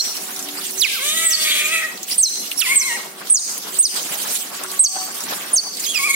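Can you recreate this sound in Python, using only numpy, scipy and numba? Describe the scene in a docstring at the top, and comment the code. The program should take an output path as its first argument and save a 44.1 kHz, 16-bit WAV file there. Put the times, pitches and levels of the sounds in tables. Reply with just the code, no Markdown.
"""Small otters beg in a concrete cage with wire mesh while a hose sputters over an outdoor rumble and hum.
A chirp is already falling at the start; ticks on the mesh follow, then a squeal sinks into a long whine.
Falling whistled chirps go on, a second squeal and whine among them; later wet paws pat and the jet slaps.
The last squeal breaks into a whine of pulses and breath in a moving throat, which lasts to the end.
The bare walls ring after each call, and the recorder's gain control ducks the water under loud calls."""
import sys
import numpy as np
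from scipy import signal
from scipy.fft import rfft, irfft, next_fast_len
from scipy.io import wavfile
from scipy.ndimage import uniform_filter1d, minimum_filter1d, map_coordinates
from numba import njit

SR = 44100
rng = np.random.default_rng(int(sys.argv[2]) if len(sys.argv) > 2 else 0)


def pcm_store(signal):
    """Save signal as 16-bit PCM."""
    levels = np.round(np.clip(np.atleast_2d(signal), -1, 1) * 32767)
    wavfile.write(sys.argv[1], SR, levels.astype(np.int16).T)


N = 271201
TIME = np.arange(N) / SR
EDGE_HZ = 15850  # upper band limit
LEAD_S = .1  # calls may begin this long before the scene opens


def amp(db):
    """Decibels to gain."""
    return 10 ** (np.asarray(db) / 20)


def unit(x):
    """Scales to rms 1."""
    return x / np.sqrt(np.mean(x ** 2) + 1e-20)


def read(points, hz):
    """Reads a table on a log-frequency axis."""
    f, value = np.transpose(points)
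    return np.interp(np.log(hz + 1), np.log(f + 1), value)


def add(mix, s, sound):
    """Mixes a sound in at time s."""
    part = mix[..., max(round(s * SR), 0):][..., :sound.shape[-1]]
    part += sound[..., :part.shape[-1]]


def wander(size, rate):
    """A smooth random curve of rms about 1 that changes about rate times a second."""
    knots = rng.standard_normal(size + 8)[:int(size * rate / SR) + 8]
    position = np.arange(size) * rate / SR + 2
    return map_coordinates(knots, [position], order=2, mode="nearest")


def resonate(x, modes):
    """Passes a sound through parallel resonances with steep skirts."""
    out = 0
    for hz, width, db in modes:
        # two passes narrow the peak, so each one is 1.55 times as wide
        b, a = signal.iirpeak(min(hz, SR / 2.2), hz / width / 1.55, SR)
        once = signal.lfilter(b, a, x)
        out = out + amp(db) * signal.lfilter(b, a, once)
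    return out


def glide(x, hz, width):
    """A steep resonance that follows the curve hz: shifted to zero, smoothed twice, shifted back."""
    turn = np.exp(2j * np.pi * np.cumsum(hz) / SR)
    r = np.exp(-np.pi * width * 1.55 / SR)
    smoothed = signal.lfilter([(1 - r) ** 2], [1, -2 * r, r * r], x / turn)
    return 2 * (turn * smoothed).real


def controls(rows, fade_s=.006):
    """A call's start, soft edges and control curves, sample by sample."""
    s, *columns = np.transpose(rows)
    t = np.arange(s.min(), s.max() + .003, 1 / SR)
    to_edge = np.minimum(t - t[0], t[-1] - t)
    edges = np.sin(np.pi / 2 * np.clip(to_edge / fade_s, 0, 1)) ** 2
    return t[0], edges, [np.interp(t, s, c) for c in columns]


# the chirps, each a top note, a tumble and a gliding low note:
# (start [s], top [s], fall [s], low [s], opening pitch [Hz], top pitch [Hz], pitch as the fall begins [Hz],
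#  low pitch [Hz], end pitch [Hz], base level of top [dB], of fall [dB], of low [dB],
#  level of the direct path [dB], lag of the left microphone [samples])
CHIRP_CALLS = [(-.098, 0.013, 0.081, 0.017, 7690, 7840, 7970, 4100, 4350, -6.5, 0.5, -13.5, -3, 1),
               (1.244, 0.049, 0.043, 0.022, 7900, 8350, 7770, 4615, 4465, -8, -6, 0, -13, 1),
               (2.178, 0.037, 0.043, 0.027, 9280, 8350, 8420, 4274, 3930, -4.5, 2, -3, -7, 0),
               (2.754, 0.028, 0.048, 0.02, 8400, 8250, 8100, 4185, 3940, -4, -3.5, -11, -7.5, 1),
               (3.297, 0.036, 0.038, 0.029, 8520, 9040, 8560, 4920, 3500, -1.5, 4.5, 1, -7.5, 2),
               (3.785, 0.03, 0.04, 0.033, 8080, 8570, 8850, 5020, 3470, -3, -5.5, 0, -5.5, 2),
               (4.79, 0.041, 0.031, 0.013, 7960, 8390, 8500, 4660, 4410, -1, 2, 1, -5.5, 1),
               (5.529, 0.02, 0.034, 0.019, 9700, 9170, 8730, 4680, 4400, -9.5, -4.5, -3, -4, 0)]


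def chirping_otter():
    """The nearer otter, already calling: each chirp arrives directly at its own strength and rings the cage."""
    lead = round(LEAD_S * SR)
    chirps, direct = np.zeros(lead + N), np.zeros((2, lead + N))
    for *shape, facing_db, lag in CHIRP_CALLS:
        start, sound = whistle(chirp(*shape), jitter=.009, jitter_rate=900, shimmer=1.6, flutter_db=1.5,
                               third_db=-25, half_db=-40, hoarse_db=-24)
        add(chirps, start + LEAD_S, sound)
        heard = ears(sound, balance_db=2.0, count=max(round(lag), 0))
        add(direct, start + LEAD_S, amp(facing_db) * heard)
    return (direct + cage(chirps, tail_db=-15.5))[:, lead:]


# one curve a squeal, the falling start of a whine:
# (time [s], pitch [Hz], level [dB], roughness [0-1], second harmonic [dB re the fundamental])
SQUEAL_CURVES = [
    [(.775, 5500, -32, 0.5, -20), (.793, 6660, -25, .4, -14), (.811, 5400, -20, 0.58, 8),
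     (.822, 3910, -11, 0.48, -11), (.853, 2318, -9, 0.26, -7), (.868, 2070, -23, 0.7, -14),
     (.89, 1640, -45, 0.7, -6), (.95, 1602, -37, 0.3, -4), (1.0, 1030, -44, 0.4, 11)],
    [(2.572, 5500, -29, 0.54, 1), (2.598, 5700, -23.5, 0.63, 6.5), (2.611, 3880, -22.5, 0.9, 4),
     (2.622, 2790, -15, 0.84, -11), (2.645, 2400, -28, 0.84, -23), (2.67, 1960, -23, 0.3, -24)],
    [(5.835, 5350, -23, 0.56, -19), (5.85, 4000, -28.5, 0.5, -7), (5.868, 3184, -31, 0.4, 4.5),
     (5.905, 3400, -24.5, 0, -6), (5.935, 3137, -36, 0.74, -4), (5.96, 2544, -19.5, 0.4, -3),
     (5.982, 2370, -25.5, 0.78, 2.5), (6.0, 2250, -38, 0.9, -16)],
]
# one curve a whine: (time [s], pitch [Hz], relative level of the throat [dB], roughness [0-1],
#  relative level of the open mouth's rasp [dB], limp of the pulses [0-1], factor on the throat's resonances [-])
WHINE_CURVES = [
    [(.995, 499, -28, .15, -42, .1, 0.93), (1.06, 594.3, -32.5, 0.17, -24, 0.07, 1.08),
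     (1.15, 643.6, -30, 0.15, -21, 0.35, 0.87), (1.24, 663.5, -23, 0.23, -19.5, 0.35, 0.93),
     (1.32, 640, -27.5, 0.17, -27.5, 0.8, 0.82), (1.42, 626, -31, 0.26, -19.5, 0.97, 0.91),
     (1.48, 612.6, -17, 0.52, -22, 0.95, 1.02), (1.6, 599, -17.5, 0.56, -22, 0.55, 1.01),
     (1.655, 609.4, -19.5, 0.26, -37, 0.18, 1.05), (1.68, 620, -25, 0.23, -36, 0.6, 1.09),
     (1.73, 657.7, -15.5, 0.31, -22.5, 0.45, 1.054), (1.79, 647.6, -17.5, 0.39, -28, 0.2, 1.01),
     (1.84, 631.3, -22, 0.4, -41, 0.18, 0.83), (1.868, 626, -26.5, 0.2, -41, 0, 0.88),
     (1.882, 555.5, -47, .4, -42, 0.3, .92)],
    [(2.665, 980, -17.5, 0.04, -23, 0, 1), (2.72, 1096, -15, 0.26, -21.5, .1, 0.97),
     (2.748, 1082, -15, 0.34, -18, 0, 1), (2.768, 1017, -32, 0.4, -18, .1, 0.96)],
    [(2.772, 1086, -22, 0.1, -17, .1, 1), (2.795, 1153, -30, 0.3, -19, 0, 0.75),
     (2.82, 1057, -14.5, 0.17, -17, 0.3, 0.98), (2.834, 1024, -19, 0.03, -22, 0.4, 1),
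     (2.865, 1109, -18.5, 0.05, -18, 0.2, 1), (2.91, 938.5, -18, 0, -35, 0, .93),
     (2.957, 953, -21, 0, -34, 0, 0.895), (2.968, 824, -28, 0.1, -36, 0, 0.89),
     (2.984, 770, -33, .05, -40, .1, 0.69)],
    [(5.985, 1102, -19, 0.2, -21, 0, 1.16), (6.005, 1112, -9, 0, -26, 0.1, 1.08),
     (6.022, 1085, -25, 0, -26, 0.2, 1.03), (6.042, 1135, -14, 0, -24, 0, 1.03),
     (6.06, 1230, -19.5, .35, -22, 0.1, 1.05), (6.085, 1108, -15, 0.18, -28, 0.25, 1.04),
     (6.112, 1101, -15, 0.01, -15.5, .15, 0.98), (6.131, 1096, -24, 0, -27, 0.3, 1.04),
     (6.147, 1100, -11.5, 0, -16, .15, 0.98)],
]


def whining_otter():
    """The other otter: breathy squeals and pulsed whines, heard directly and in the cage's strong ring."""
    lead = round(LEAD_S * SR)
    squeals, whines = np.zeros((2, lead + N))
    for rows in SQUEAL_CURVES:
        start, sound = whistle(rows, jitter=.018, jitter_rate=1500, shimmer=3, flutter_db=4,
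                               third_db=-5, half_db=-15, hoarse_db=-8)
        add(squeals, start + LEAD_S, breathy(sound))
    for rows in WHINE_CURVES:
        start, sound = whine(rows)
        add(whines, start + LEAD_S, amp(-2.0) * sound)
    direct = ears(squeals, balance_db=5.0, count=2) + ears(whines, balance_db=0.0, count=4)
    return (direct + cage(squeals + whines, tail_db=-4.5))[:, lead:]


SETTLE_S = 0.0105  # the opening pitch gives way to the top note
SWELL_S, SWELL_DB = 0.013, -6.5  # the top note swells from this far below
LOW_DB_PER_OCTAVE = 54  # the low note's level follows its glide
WAVER, WAVER_PER_S = 0.0142, 139.5  # unsteadiness of pitch after the fall (share, per s); half as much early on
TOP_ROUGH, OVERTONE_DB = 0.41, -20  # roughness on the held notes, rising to 1 in the fall; second harmonic
# uneven steps of the fall, with dips in level:
# (share of the fall's time [0-1], height from low to top note [0-1], change of level [dB])
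TUMBLE_STEPS = [(0, 1, 6), (.03, .85, -2), (.24, .78, -1), (.3, .68, -11), (.34, .52, 0), (.68, .36, .5),
                (.92, .15, -5), (1, 0, 0)]


def chirp(start, top_s, fall_s, low_s, opening_hz, top_hz, brink_hz, low_hz, end_hz, top_db, fall_db, low_db):
    """The course of one chirp, as rows like a squeal's: it settles on the top note, tumbles and glides out low."""
    t = np.arange(0, top_s + fall_s + low_s, 1 / SR)
    share, heights, steps_db = np.transpose(TUMBLE_STEPS)
    fallen = (t - top_s) / fall_s
    height = np.interp(fallen, share, heights)
    top = np.interp(t, [SETTLE_S, top_s], [top_hz, brink_hz])
    top += (opening_hz - top) * np.exp(-(t / SETTLE_S) ** 10)
    low = low_hz + (end_hz - low_hz) * np.clip((t - top_s - fall_s) / low_s, 0, 1)
    waver = WAVER * np.clip(fallen + .5, .5, 1) * wander(len(t), WAVER_PER_S)
    hz = (low + height * (top - low)) * (1 + waver)
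    db = np.interp(fallen, [0, .5, 1], [top_db, fall_db, low_db]) + np.interp(fallen, share, steps_db)
    db += SWELL_DB * np.maximum(1 - t / SWELL_S, 0)
    db += LOW_DB_PER_OCTAVE * np.log2(low / low_hz)
    rough = np.interp(fallen, [0, .5, 1], [TOP_ROUGH, 1, TOP_ROUGH])
    return np.column_stack([start + t, hz, db, rough, np.full(len(t), OVERTONE_DB)])


FLUTTER_PER_S = 260  # a rough cry breaks up at about this rate


def whistle(rows, jitter, jitter_rate, shimmer, flutter_db, third_db, half_db, hoarse_db, hoarse_width_hz=2200):
    """A tone with two overtones; as it roughens it flutters and gains a hoarse skirt and an octave undertone."""
    start, edges, (hz, db, rough, second_db) = controls(rows)
    size, rough = len(hz), np.clip(rough, 0, 1)
    unsteady_hz = hz * (1 + jitter * rough * wander(size, jitter_rate))
    phase = 2 * np.pi * np.cumsum(unsteady_hz) / SR
    tone = np.zeros(size)
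    for k, harmonic_db in enumerate([0, second_db, second_db + third_db], 1):
        tone += amp(harmonic_db) * np.sin(k * phase) * (k * hz < SR / 2)
    skirt = wander(size, hoarse_width_hz) * np.sin(phase) + wander(size, hoarse_width_hz) * np.cos(phase)
    undertone = np.sin(phase / 2)
    tone += rough ** 2 * (amp(half_db) * undertone + amp(hoarse_db) * skirt)
    tremble_db = shimmer * wander(size, jitter_rate) + flutter_db * wander(size, FLUTTER_PER_S)
    return start, np.sqrt(2) * tone * edges * amp(db + rough * tremble_db)


def breathy(sound, hiss_db=-19, hiss_hz=13500, hiss_width_hz=4000):
    """A harsh hiss of air rides on a squeal and follows its loudness."""
    loudness = np.sqrt(abs(uniform_filter1d(sound ** 2, size=441)))
    hiss = unit(resonate(rng.standard_normal(len(sound)), [(hiss_hz, hiss_width_hz, 0)]))
    return sound + amp(hiss_db) * loudness * hiss


VOICE_LOW_HZ = 350  # throat and mouth pass little below this
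# the chest hardly follows the throat, and fades as the voice turns rough [dB, dB per dB, dB]
CHEST_DB, CHEST_FOLLOW, CHEST_ROUGH_DB = -22.5, 0.28, -12
# in a clean voice strain equals the rasp at this pitch, and eases as the voice rises
STRAIN_HZ, STRAIN_DB_PER_OCTAVE = 576, -17
STRAIN_ROUGH_DB = 8  # a fully rough voice strains this much more
UNEVEN_DB, UNEVEN_PER_S = 4.5, 45  # the strained resonances swell and fade
QUAVER_DB, QUAVER_PER_S = 1.5, 60  # the level of a whine trembles
CREAK = .005  # the pitch always creaks a little (share)
# resonances of a whine, each table (frequency [Hz], width [Hz], relative level [dB]):
# low ones of the chest
CHEST_MODES = [(790, 780, -2.5), (1270, 360, 1.5)]
# those of the throat, before the opening factor moves them
THROAT_MODES = [(2009, 190, -2), (2272, 180, 8), (2420, 69, 0.5)]
# those of a strained voice
STRAIN_MODES = [(3310, 470, 0.33), (3650, 380, -1.4)]
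# high ones of the open mouth
MOUTH_MODES = [(5000, 1600, 1.5), (6900, 370, 8.5), (8490, 1700, 7), (10700, 3000, -3.5), (13300, 7600, -4)]


def whine(rows, jitter=.005, rough_jitter=0.033, limp_turns=0.053, tripling=0.71, strain_noise=0.16):
    """Vocal-fold pulses and puffs of air ring a moving throat; a limping beat growls between the harmonics."""
    start, edges, (hz, throat_db, rough, rasp_db, limp, opening) = controls(rows)
    size, rough = len(hz), np.clip(rough, 0, 1)
    slow_jitter = jitter * wander(size, 60.1)
    creak = (CREAK + rough_jitter * rough) * wander(size, 400)
    turns = np.cumsum(hz * (1 + slow_jitter + creak)) / SR
    # pulses come early and late by turns
    turns = turns + limp_turns * limp * (1 + wander(size, 39.8) / 2) * np.cos(np.pi * turns)
    harmonics = range(1, int(EDGE_HZ / hz.max()) + 1)
    folds = unit(sum(np.cos(2 * np.pi * k * turns) for k in harmonics))
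    # roughness groups the pulses in threes
    folds *= 1 + tripling * rough * np.cos(2 * np.pi * turns / 3 + wander(size, 30))
    puffs = unit((1.1 + np.exp(-(turns % 1) / 0.056)) * rng.standard_normal(size))
    high_pass = signal.butter(3, VOICE_LOW_HZ, "high", fs=SR, output="sos")
    drive = signal.sosfilt(high_pass, (1 - rough) * folds + rough * puffs)
    raspy = drive + strain_noise * puffs

    chest = resonate(folds + rough * puffs / 2, CHEST_MODES)
    chest_db = CHEST_DB + CHEST_FOLLOW * throat_db + CHEST_ROUGH_DB * rough
    throat = sum(amp(db) * glide(drive, f * opening, width) for f, width, db in THROAT_MODES)
    strain = 0
    for mode in STRAIN_MODES:  # each swells and fades on its own
        strain = strain + resonate(raspy, [mode]) * amp(UNEVEN_DB * wander(size, UNEVEN_PER_S))
    strain_db = rasp_db + STRAIN_DB_PER_OCTAVE * np.log2(hz / STRAIN_HZ) + STRAIN_ROUGH_DB * rough
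    mouth = resonate(raspy, MOUTH_MODES)

    parts = [(chest, chest_db), (throat, throat_db), (strain, strain_db), (mouth, rasp_db)]
    quaver = amp(QUAVER_DB * wander(size, QUAVER_PER_S))
    return start, edges * quaver * sum(amp(db) * unit(sound) for sound, db in parts)


def ears(x, balance_db, count):
    """The right microphone hears the otter count samples earlier and twice balance_db louder than the left."""
    late = np.pad(x, (count, 0))[:len(x)]
    return np.array([late * amp(-balance_db), x * amp(balance_db)])


# decay of the cage's tail: (frequency [Hz], time to fall by 60 dB [s])
CAGE_DECAY = [(300, 0.44), (2000, 0.45), (4500, 0.68), (8500, 0.51), (15000, 0.82)]
# early echoes of floor and walls, a list each for the left and the right microphone: (delay [s], level [dB])
EARLY_ECHOES = [
    [(.0021, -15), (.0083, -18), (.019, -22)],
    [(.0016, -15), (.0091, -18), (.0175, -22)],
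]


def cage(x, tail_db):
    """Floor and walls send back a few early echoes, then a dense tail whose top treble rings longest."""
    build_up = np.clip(np.arange(SR) / SR / .03 - .5, 0, 1)  # silent for 15 ms, full at 45 ms
    taps = rng.standard_normal((2, SR)) * (rng.random((2, SR)) < .2) * build_up
    hz, t, z = signal.stft(taps, SR, nperseg=256)
    decay = amp(-60 * t / read(CAGE_DECAY, hz)[:, None])
    tail = signal.istft(z * decay, SR, nperseg=256)[1]
    echo = amp(tail_db) * tail / np.linalg.norm(tail[0])
    for side, early in zip(echo, EARLY_ECHOES):
        for delay, db in early:
            side[round(delay * SR)] += amp(db)
    return signal.fftconvolve(x[None], echo, axes=1)[:, :len(x)]


SLAP_S, SLAP_FIZZ = 0.032, 0.11  # time from a slap's peak to 1/e of its rise; share that the spray takes
SPUTTER_DB = 1.5  # depth of the jet's sputter
# the hose's uneven flow, which surges and slackens:
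# (time [s], relative level of splash on floor and fur [dB], relative level of the spray's fizz [dB])
WATER_FLOW = [(0, -40, -34.5), (.55, -37.5, -33.5), (.8, -42.5, -32), (1.2, -46, -31), (1.701, -44, -29.5),
              (1.949, -39.5, -41), (2.02, -47, -38.5), (2.07, -47, -38.5), (2.095, -42.5, -30.5),
              (2.47, -42, -35.5), (3.0, -34.5, -37.5), (3.139, -41.5, -46.5), (3.28, -37, -37),
              (3.6, -38.5, -37), (3.78, -41, -32), (4.25, -34.5, -30.5), (4.33, -39.5, -26.5),
              (4.48, -37.5, -37.5), (4.625, -34.5, -40), (4.71, -34, -33), (4.79, -40.5, -35),
              (5.25, -35, -33.5), (5.55, -33, -37), (5.7, -39.5, -46), (5.765, -45, -37.5),
              (5.8, -35.5, -29.5), (5.92, -43.5, -32)]
# the jet slaps a body or a puddle: (time [s], rise of the splash [dB])
JET_SLAPS = [(.57, 2.5), (3.22, 5.5), (3.67, 8.5), (3.755, 4.5), (3.97, 5.5), (4.12, 7), (4.31, 9),
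             (4.969, 8), (5.325, 7)]
# colour of the splash: (frequency [Hz], relative level per Hz [dB])
SPLASH_SPECTRUM = [(30, -42), (100, -17), (200, 1), (400, 0.5), (750, 6.5), (1400, 6), (2500, 0.5),
                   (5000, -1.5), (15000, -62)]
# colour of the spray: (frequency [Hz], relative level per Hz [dB])
SPRAY_SPECTRUM = [(500, -59), (1500, -11), (3000, 4.5), (6000, 5.5), (8000, 7), (11000, 5), (15500, 2.5)]


def hose(spray_gain_db=6.0, drops_db=-12, sputter_per_s=30):
    """The jet surges, sputters and slaps on floor and fur, and its spray fizzes and patters."""
    s, *columns = np.transpose(WATER_FLOW)
    splash_db, spray_db = (np.interp(TIME, s, c) + SPUTTER_DB * wander(N, sputter_per_s) for c in columns)
    slap_db = sum(db * np.exp(-((TIME - at) / SLAP_S) ** 2) for at, db in JET_SLAPS)
    splash = amp(splash_db + slap_db) * noise(SPLASH_SPECTRUM, patchy_db=3.0, flicker_db=-0.3)
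    fizz = amp(spray_gain_db) * noise(SPRAY_SPECTRUM, patchy_db=4.0, flicker_db=1.0)
    spray = amp(spray_db + SLAP_FIZZ * slap_db) * (fizz + amp(drops_db) * drops())
    return splash * amp([[.7], [-.7]]) + spray * amp([[-1.7], [1.6]])  # left and right balance [dB]


# likeness of the two microphones in noise: (frequency [Hz], left-right correlation [-])
STEREO_LIKENESS = [(50, 0.81), (200, 0.94), (600, 0.21), (1500, 0.017), (4000, 0.0099), (12000, 0.015)]


def noise(spectrum, patchy_db, flicker_db):
    """Stereo noise of rms 1 with drifting patches and a flicker shared by all pitches."""
    frames, hz = N // 128 + 6, np.fft.rfftfreq(512, 1 / SR)
    a, b, c, d, patches = rng.standard_normal((5, frames, len(hz))).transpose(0, 2, 1)
    patches = unit(uniform_filter1d(uniform_filter1d(patches, 14, axis=0), 9, axis=1))
    same = np.clip(read(STEREO_LIKENESS, hz), -1, 1)[:, None]
    left = a + 1j * b
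    right = same * left + np.sqrt(1 - same ** 2) * (c + 1j * d)
    flicker = unit(uniform_filter1d(rng.standard_normal(frames), 3))
    z = np.array([left, right]) * amp(patchy_db * patches + flicker_db * flicker)
    white = signal.istft(z, nperseg=512, noverlap=384)[1][:, :N]
    size = next_fast_len(N, True)
    colour = amp(read(spectrum, np.fft.rfftfreq(size, 1 / SR)))
    return unit(irfft(rfft(white, size) * colour, size)[:, :N])


def drops(per_s=500, cycles=13.0, count=24):
    """Single drops: tiny decaying pings of many pitches and sizes, higher ones dying sooner."""
    out, t = np.zeros((2, N)), np.arange(256) / SR
    for hz in np.geomspace(2000, 13000, count):
        at = np.flatnonzero(rng.random(N) < per_s / count / SR)
        train = np.zeros((2, N))
        train[:, at] = rng.standard_normal((2, len(at)))
        ping = np.sin(2 * np.pi * hz * t) * np.exp(-t * hz / cycles)
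        out += signal.oaconvolve(train, ping[None], axes=1)[:, :N]
    return unit(out)


TICK_T60_S, CRACK_T60_S = 0.063, .025
# faint ticks fall at random: their relative level and the range of their ring
FAINT_TICK_DB, FAINT_TICK_LOW_HZ, FAINT_TICK_HIGH_HZ = -46, 2900, 9000
# the sharpest ticks on the mesh and wet floor: (time [s], relative level [dB], ring [Hz])
SHARP_TICKS = [(.168, -22, 5050), (.222, -24, 11000), (.362, -24, 5500), (.392, -20, 6900),
               (.426, -23, 7000), (.4865, -22, 3150), (.655, -25, 3400), (.708, -24, 9500),
               (1.9745, -27, 4000), (2.0303, -20, 6400), (2.082, -24, 3060), (2.099, -23, 2500),
               (2.157, -23, 10000), (2.514, -17, 2880), (3.2716, -26, 4500), (3.578, -20, 10700),
               (4.574, -27, 7000), (4.6362, -20, 8970), (4.715, -22, 9500), (5.2056, -22, 5950),
               (5.2375, -21, 7380), (5.3344, -23, 3640), (5.7705, -21, 4590), (5.7972, -21, 7050)]


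def ticks(ring_db=-3.0, width_share=0.24, count=16):
    """Each tick is a sharp crack and a short damped rattle around one pitch; faint ones fall at random."""
    out, t = np.zeros((2, N)), np.arange(SR // 8) / SR
    crack_shape = amp(-4 - 60 * t / CRACK_T60_S)
    faint = []
    for when, height in rng.random((count, 2)):
        hz = FAINT_TICK_LOW_HZ * (FAINT_TICK_HIGH_HZ / FAINT_TICK_LOW_HZ) ** height
        faint.append((when * N / SR, FAINT_TICK_DB, hz))
    for s, db, hz in list(SHARP_TICKS) + faint:
        rattle, crack = rng.standard_normal((2, 2, len(t)))
        ring = unit(resonate(rattle, [(hz, hz * width_share, 0)])) * amp(ring_db - 60 * t / TICK_T60_S)
        bright_crack = np.gradient(crack, axis=1) * np.sqrt(3)
        add(out, s, amp(db) * (ring + crack_shape * bright_crack))
    return out


# wet paws on the floor: (time [s], peak level [dB], hollow ring [Hz])
PAW_PATS = [(3.208, -37, 1400), (4.638, -32.5, 1310), (4.952, -27, 750), (5.008, -35.5, 1150),
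            (5.662, -35, 915)]


def pats(width_share=0.21, rise_s=0.0073):
    """A wet paw lands with a soft, hollow pat: resonant noise that rises briefly and dies."""
    out, t = np.zeros((2, N)), np.arange(SR // 8) / SR
    envelope = t / rise_s * np.exp(1 - t / rise_s)
    for s, db, hz in PAW_PATS:
        splat = rng.standard_normal(len(t)) + rng.standard_normal((2, len(t))) / 2  # mostly shared by both sides
        add(out, s, amp(db) * unit(resonate(splat, [(hz, hz * width_share, 0)])) * envelope)
    return out


# colour of the outdoor rumble: (frequency [Hz], relative level per Hz [dB])
RUMBLE_SPECTRUM = [(25, -48), (60, -46), (120, -30), (170, -2.5), (230, 0), (400, -1.5), (700, -5),
                   (2000, -41)]
# a faint hum, each tone of which swells once:
# (frequency [Hz], level outside the swell [dB], time of the swell [s], time from its peak to 1/e [s], swell [dB])
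HUM_TONES = [(289.4, -63.5, 0.57, .25, 18.5), (378.6, -50.5, 0.36, 0.18, 7), (752, -56, 5, 0.16, 18),
             (1136, -58.5, 4.86, .4, 10)]


def background(rumble_db=-45.0, hum_waver_db=5.5):
    """A low outdoor rumble with a wavering hum whose tones come and go."""
    hum = 0
    for hz, db, swell_s, span_s, swell_db in HUM_TONES:
        swell = swell_db * np.exp(-((TIME - swell_s) / span_s) ** 2)
        level_db = db + swell + hum_waver_db * wander(N, 6)
        phase = 2 * np.pi * np.cumsum(hz * (1 + 0.01024 * wander(N, 14))) / SR
        hum = hum + amp(level_db) * np.sin(phase)
    rumble = amp(rumble_db) * noise(RUMBLE_SPECTRUM, patchy_db=2.0, flicker_db=1.0)
    return hum + rumble * amp([[.7], [-.7]])  # left and right balance [dB]


def scene():
    """Two otters over the hose, the ticks, the pats and the outdoor background."""
    return chirping_otter() + whining_otter() + hose() + ticks() + pats() + background()


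@njit
def follow(want_db, fall, recover):
    """The gain reduction closes in on its goal and lets go at a steady rate."""
    out, now = np.zeros(len(want_db)), want_db[0]
    for i in range(len(want_db)):
        if want_db[i] > now:
            now = now + fall * (want_db[i] - now)
        else:
            now = max(now - recover, want_db[i])
        out[i] = now
    return out


def record(dry, threshold_db=-17.0, squeeze=1.0, attack_s=0.028, recover_db_per_s=89.5):
    """Gain control ducks everything under loud calls; a limiter holds the peaks, then the band limit."""
    power_db = 10 * np.log10(abs(uniform_filter1d((dry ** 2).mean(0), 128)) + 1e-12)
    excess_db = np.maximum(power_db - threshold_db, 0)
    duck_db = follow(squeeze * excess_db, 1 / (attack_s * SR), recover_db_per_s / SR)
    ducked = dry * amp(-duck_db)
    peak = uniform_filter1d(-minimum_filter1d(-abs(ducked).max(0), size=256), size=128)
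    limited = ducked / np.maximum(peak / .79, 1)
    band_limit = signal.firwin(511, EDGE_HZ, window=("kaiser", 9), fs=SR)
    return signal.oaconvolve(limited, band_limit[None], "same")


dry = scene()
out = record(dry)
pcm_store(out)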